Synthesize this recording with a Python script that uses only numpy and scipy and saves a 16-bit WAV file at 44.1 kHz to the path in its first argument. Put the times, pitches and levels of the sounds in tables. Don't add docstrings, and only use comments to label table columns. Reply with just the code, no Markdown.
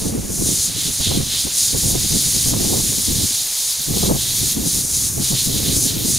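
import sys
import numpy as np
from scipy.fft import rfft, irfft, next_fast_len
from scipy.io import wavfile
from scipy.ndimage import map_coordinates

SR = 44100
rng = np.random.default_rng(int(sys.argv[2]) if len(sys.argv) > 2 else 0)


def master_out(mix):
    frames = np.transpose(np.atleast_2d(mix))
    ceiling = np.clip(frames, -1, 1)
    pcm = np.round(ceiling * 32767).astype(np.int16)
    wavfile.write(sys.argv[1], SR, pcm)


N = 272538


# start_s, length_s, hiss_db, splash_re_hiss_db (high when it lands squarely)
JET_PASSES = [(-0.07, 0.2, -27, -9.5), (0.28, 0.24, -24.0, -24), (0.41, 0.3, -19.5, -10.0),
              (0.73, 0.19, -25, -3.5), (0.88, 0.18, -24.5, -19), (0.98, 0.15, -25, 1),
              (1.08, 0.14, -28.0, -0.5), (1.26, 0.15, -27, 1), (1.33, 0.15, -22.5, -6.0),
              (1.51, 0.19, -18.0, -10.5), (1.62, 0.15, -21, -6), (1.72, 0.24, -20.5, -13.5),
              (1.93, 0.24, -22.0, -6.5), (2.09, 0.46, -20.5, -8.5), (2.55, 0.56, -22.5, -8.5),
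              (3.04, 0.43, -24.0, -6), (3.55, 0.21, -24, -11), (3.9, 0.22, -25, -3.5),
              (4.13, 0.23, -24.5, -2.0), (4.29, 0.28, -22.0, -6.5), (4.61, 0.24, -20.5, -9.5),
              (4.88, 0.24, -21.0, -11.5), (5.18, 0.18, -22.0, -5), (5.31, 0.15, -25.0, 0.0),
              (5.39, 0.12, -21, -9), (5.5, 0.14, -26.5, 0), (5.6, 0.2, -28.5, 1), (5.7, 0.21, -19, -21.5),
              (5.81, 0.13, -24.0, -2.0), (6.02, 0.19, -19.0, -20)]
# time_s, hiss_db, splash_db
FAN_EDGE = [(0, -34.5, -45), (0.28, -30.5, -42.5), (0.7, -26.5, -30.5), (2.2, -25, -30.5),
            (3.8, -23.5, -30), (4.12, -26.5, -35.5), (4.6, -27.5, -34), (4.88, -22, -38),
            (5.15, -25, -39.5), (5.5, -23.5, -30.5), (5.8, -27, -34.5), (6.0, -26.5, -29.5)]


def water_levels():
    edge_hiss_db, edge_splash_db = curves(FAN_EDGE)
    return swells(JET_PASSES, 0.067, 0.049, edge_hiss_db, edge_splash_db)


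# (per Hz, relative)
HISS_COLOUR = [(1500, -39), (3200, -24), (4600, -12), (5300, -7), (6100, -1.5), (6700, 1), (7500, -3),
               (8200, -7), (9000, -1.3), (9700, -0.5), (10900, -6), (11700, -16), (13500, -14),
               (16000, -33)]


def coat_hiss(hiss_db):
    shower = drops(HISS_COLOUR, per_second=7000, size_db=3.0, wash_db=6.5, flicker_db=0.5)
    return amp(hiss_db + 0.35) * shower


# (per Hz, relative)
MIST_SPECTRUM = [(9000, -42), (11000, 1), (11900, 0), (13000, 1.5), (14000, -2), (15000, -2.5),
                 (15700, -9.5)]
# time_s, mist_db
MIST_LEVEL = [(0, -33), (1.6, -31), (2.3, -29), (3.0, -29), (3.7, -29), (4.4, -27), (5.0, -31), (5.6, -27),
              (5.8, -31), (6.0, -24.5), (6.15, -33)]


def mist(hiss_surge_db):
    base_db, = curves(MIST_LEVEL)
    mist_db = base_db + 0.63 * hiss_surge_db
    shower = drops(MIST_SPECTRUM, per_second=11000, size_db=6.0, wash_db=3, flicker_db=1.0)
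    return amp(mist_db + 0.55 * wobble(18)) * shower


# (per Hz, relative)
GLANCING_COLOUR = [(1800, -30.5), (2600, -22), (3100, -8), (3750, 0.5), (4500, 0.5), (5300, -0.5),
                   (6500, -19.5), (9000, -39)]
# (per Hz, relative)
SQUARE_COLOUR = [(1800, -38), (2600, -18), (3100, -5.5), (3700, -1), (4150, 0), (4800, -8.5), (6000, -12.5),
                 (9000, -33)]


def splash(hiss_db, splash_db):
    balance_db, span_db = -4, 2
    square = (1 + np.tanh((splash_db - hiss_db - balance_db) / span_db)) / 2
    glancing = drops(GLANCING_COLOUR, per_second=2800, size_db=1.5, wash_db=6.5, flicker_db=0.62)
    hollow = drops(SQUARE_COLOUR, per_second=2200, size_db=2.8, wash_db=6.0, flicker_db=0.3)
    blend = np.sqrt(1 - square) * glancing + np.sqrt(square) * hollow
    return amp(splash_db + 0.96 + 0.5 * wobble(22)) * blend


# (per Hz, relative)
PATTER_COLOUR = [(500, -13), (1100, -17), (1700, -2.5), (2250, 1.5), (2800, 2.5), (3400, 0.5), (4500, -19),
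                 (7000, -38)]


def patter(hiss_surge_db, splash_surge_db):
    patter_db = -41.5 + 0.42 * splash_surge_db
    patter_db = patter_db + 0.33 * (splash_surge_db - hiss_surge_db)
    shower = drops(PATTER_COLOUR, per_second=1300, size_db=-1, wash_db=1.0, flicker_db=0.2)
    return amp(patter_db + 1.14 * wobble(20)) * shower


def spray():
    usual_hiss_db, usual_splash_db = -20, -28
    hiss_db, splash_db = water_levels()
    hiss_surge_db = hiss_db - usual_hiss_db
    splash_surge_db = splash_db - usual_splash_db
    water = coat_hiss(hiss_db) + mist(hiss_surge_db)
    water = water + splash(hiss_db, splash_db) + patter(hiss_surge_db, splash_surge_db)
    jet = amp(0.33 * wobble(21.17) + 0.19 * wobble(170))
    return jet * water


# pitch_hz, side_re_mid_db
WATER_WIDTH = [(1000, -21), (2000, -28), (3200, -16.5), (5300, -13.5), (6400, -20.5), (7300, -18.5),
               (8150, -7), (9200, -29), (11000, -44), (14000, -64)]


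def drops(spectrum, per_second, size_db, wash_db, flicker_db):
    lands = rng.random((2, N)) < per_second / SR
    size = amp(size_db * np.clip(rng.standard_normal((2, N)), -2, 2))
    impacts = unit(lands * rng.standard_normal((2, N)) * size)
    shower = impacts + amp(wash_db) * rng.standard_normal((2, N))
    clumped = shower * amp(flicker_db * wobble(60))
    mid, side = coloured(clumped, spectrum)
    side = filtered(side, lambda hz: amp(along(WATER_WIDTH, hz)))
    return np.array([mid + side, mid - side])


# start_s, length_s, rumble_db, buffet_re_rumble_db
WIND_GUSTS = [(-0.02, 0.24, -33, 6), (0.19, 0.18, -34.5, 4.5), (0.36, 0.21, -32, 4),
              (0.745, 0.056, -26.5, -1.5), (0.84, 0.088, -30.5, 0), (0.985, 0.054, -25.5, 2),
              (1.05, 0.2, -24.5, -2), (1.42, 0.085, -31.5, -2), (1.72, 0.077, -23.5, -1.5),
              (1.81, 0.2, -27.5, 1), (2.0, 0.083, -30, 1), (2.09, 0.12, -25.5, -1.5), (2.235, 0.08, -30, 1),
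              (2.32, 0.075, -30, 1.5), (2.44, 0.16, -25, -1), (2.56, 0.28, -28, 2.5), (2.8, 0.23, -35, 3),
              (3.06, 0.22, -26.5, -2), (3.775, 0.054, -32.5, -3), (3.86, 0.242, -27, 0),
              (4.06, 0.14, -22.5, -2), (4.38, 0.12, -28, -2.5), (4.54, 0.16, -31, 4),
              (4.72, 0.11, -31, -0.5), (5.155, 0.093, -27.5, 1), (5.295, 0.086, -27, 1.5),
              (5.45, 0.36, -29, 1.5), (5.8, 0.32, -34, 5)]
# time_s, rumble_db
BREEZE_LEVEL = [(0, -32), (0.62, -34.5), (0.93, -42), (1.3, -36), (1.55, -45.5), (1.8, -33), (3.28, -36.5),
                (3.52, -53.5), (3.82, -53), (4.22, -34), (4.5, -36.5), (5.05, -33), (5.42, -36.5),
                (6.18, -29.5)]


def wind():
    breeze_db, = curves(BREEZE_LEVEL)
    breeze_buffet_db = breeze_db - 3.5
    rumble_db, buffet_db = swells(WIND_GUSTS, 0.025, 0.034, breeze_db, breeze_buffet_db)
    return rumble(rumble_db) + buffet(buffet_db) + flutter(buffet_db)


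# (per Hz, relative)
RUMBLE_COLOUR = [(10, -3.5), (25, -14), (45, -2.5), (70, 0.5), (135, 3), (185, -12.5), (280, -15),
                 (700, -76)]


def rumble(rumble_db):
    return turbulence(RUMBLE_COLOUR, amp(rumble_db + 0.5), lumpy_db=1.5, apart_db=-10.0)


# (per Hz, relative)
BUFFET_COLOUR = [(50, -8), (120, -5.5), (170, 4), (250, 0), (400, -7.5), (600, -18), (900, -29),
                 (1500, -51), (3000, -62)]


def buffet(buffet_db):
    return turbulence(BUFFET_COLOUR, amp(buffet_db + 0.07), lumpy_db=3.0, apart_db=-7.0)


# (per Hz, relative)
FLUTTER_COLOUR = [(100, -23), (300, 8), (480, 3.5), (800, -5), (1200, -12), (1800, -27), (4000, -60)]
# time_s, peak_db (before an 8 dB cut; each peak comes 5 ms after its time)
SHARP_EDDIES = [(1.114, -27), (1.202, -23), (1.47, -23), (1.945, -20.5), (2.533, -18), (2.736, -18),
                (2.922, -22), (3.969, -19), (4.029, -13), (4.052, -19), (4.095, -19), (4.112, -13.5),
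                (4.154, -25)]


def flutter(buffet_db):
    t, eddy_s, peak_delay_s = np.arange(N) / SR, 0.006, 0.005
    eddies = np.zeros(N)
    for time_s, peak_db in SHARP_EDDIES:
        from_peak_s = t - time_s - peak_delay_s
        eddies += amp(peak_db - 8.0) * np.exp(-0.5 * (from_peak_s / eddy_s) ** 2)
    usual_buffet_db = -28
    churn = amp(-42 + 2.7 * (buffet_db - usual_buffet_db))
    return turbulence(FLUTTER_COLOUR, eddies + churn, lumpy_db=3.0, apart_db=-11.0)


# pitch_hz, left_lead_rad
LEFT_PORT_LEAD = [(30, 0), (110, 0.38), (260, 1.27), (520, 1.84), (800, 1.94), (1500, 1.8)]


def turbulence(spectrum, level, lumpy_db, apart_db):
    lumps = amp(lumpy_db * wobble(100))
    mid, apart = level * coloured(lumps * rng.standard_normal((2, N)), spectrum)

    def lead(hz):
        return np.tan(np.clip(along(LEFT_PORT_LEAD, hz), 0, 2) / 2)

    shifted = filtered(mid, lambda hz: 1j * lead(hz))
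    unshared = amp(apart_db) * filtered(apart, lambda hz: np.hypot(1, lead(hz)))
    side = shifted + unshared
    return np.array([mid + side, mid - side])


# (per Hz, relative)
FIELD_COLOUR = [(20, 6), (100, 1.5), (250, -2.5), (500, 1.5), (900, 1), (1400, -0.5), (2500, -2.5),
                (6000, -30)]


def field(level_db, side_db):
    mid, side = amp(level_db) * coloured(rng.standard_normal((2, N)), FIELD_COLOUR)
    side = amp(side_db) * side
    return np.array([mid + side, mid - side])


def swells(rows, attack_s, release_s, floor_db, second_floor_db):
    t = np.arange(N) / SR
    first, second = amp(floor_db) ** 2, amp(second_floor_db) ** 2
    for start_s, length_s, level_db, relative_db in rows:
        rise = np.clip((t - start_s) / attack_s, 0, 1)
        fall = np.clip((start_s + length_s - t) / release_s, 0, 1)
        shape = rise * fall
        first = first + (amp(level_db) * shape) ** 2
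        second = second + (amp(level_db + relative_db) * shape) ** 2
    return 10 * np.log10(first), 10 * np.log10(second)


def amp(db):
    return 10 ** (np.asarray(db) / 20)


def unit(x):
    return x / np.sqrt(np.mean(x ** 2) + 1e-20)


def along(points, hz):
    pitch_hz, value = np.transpose(points)
    return np.interp(np.log(hz + 1), np.log(pitch_hz + 1), value)


def curves(rows):
    time_s, *columns = np.transpose(rows)
    return [np.interp(np.arange(N) / SR, time_s, column) for column in columns]


def wobble(rate):
    knots = rng.standard_normal(int(N * rate / SR) + 4)
    return map_coordinates(knots, [np.arange(N) * rate / SR])


def filtered(x, response):
    size = next_fast_len(N + SR // 2)
    spectrum = rfft(x, size) * response(np.fft.rfftfreq(size, 1 / SR))
    return irfft(spectrum, size)[..., :N]


def coloured(x, spectrum):
    return unit(filtered(x, lambda hz: amp(along(spectrum, hz))))


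def scene():
    return spray() + wind() + field(level_db=-44.5, side_db=-8.5)


# pitch_hz, left_minus_right_db
MICROPHONE_BALANCE = [(40, -1.5), (200, 0), (2000, -.3), (3300, -1.7), (4100, -1.8), (5600, 0), (7000, .3),
                      (7900, 2), (8700, -.8), (9400, 0)]


def record(dry):
    top_hz = 15760

    def response(hz):
        half_each_way = np.outer([0.5, -0.5], along(MICROPHONE_BALANCE, hz))
        return amp(half_each_way) * (hz < top_hz)

    return filtered(dry, response)


dry = scene()
out = record(dry)
master_out(out)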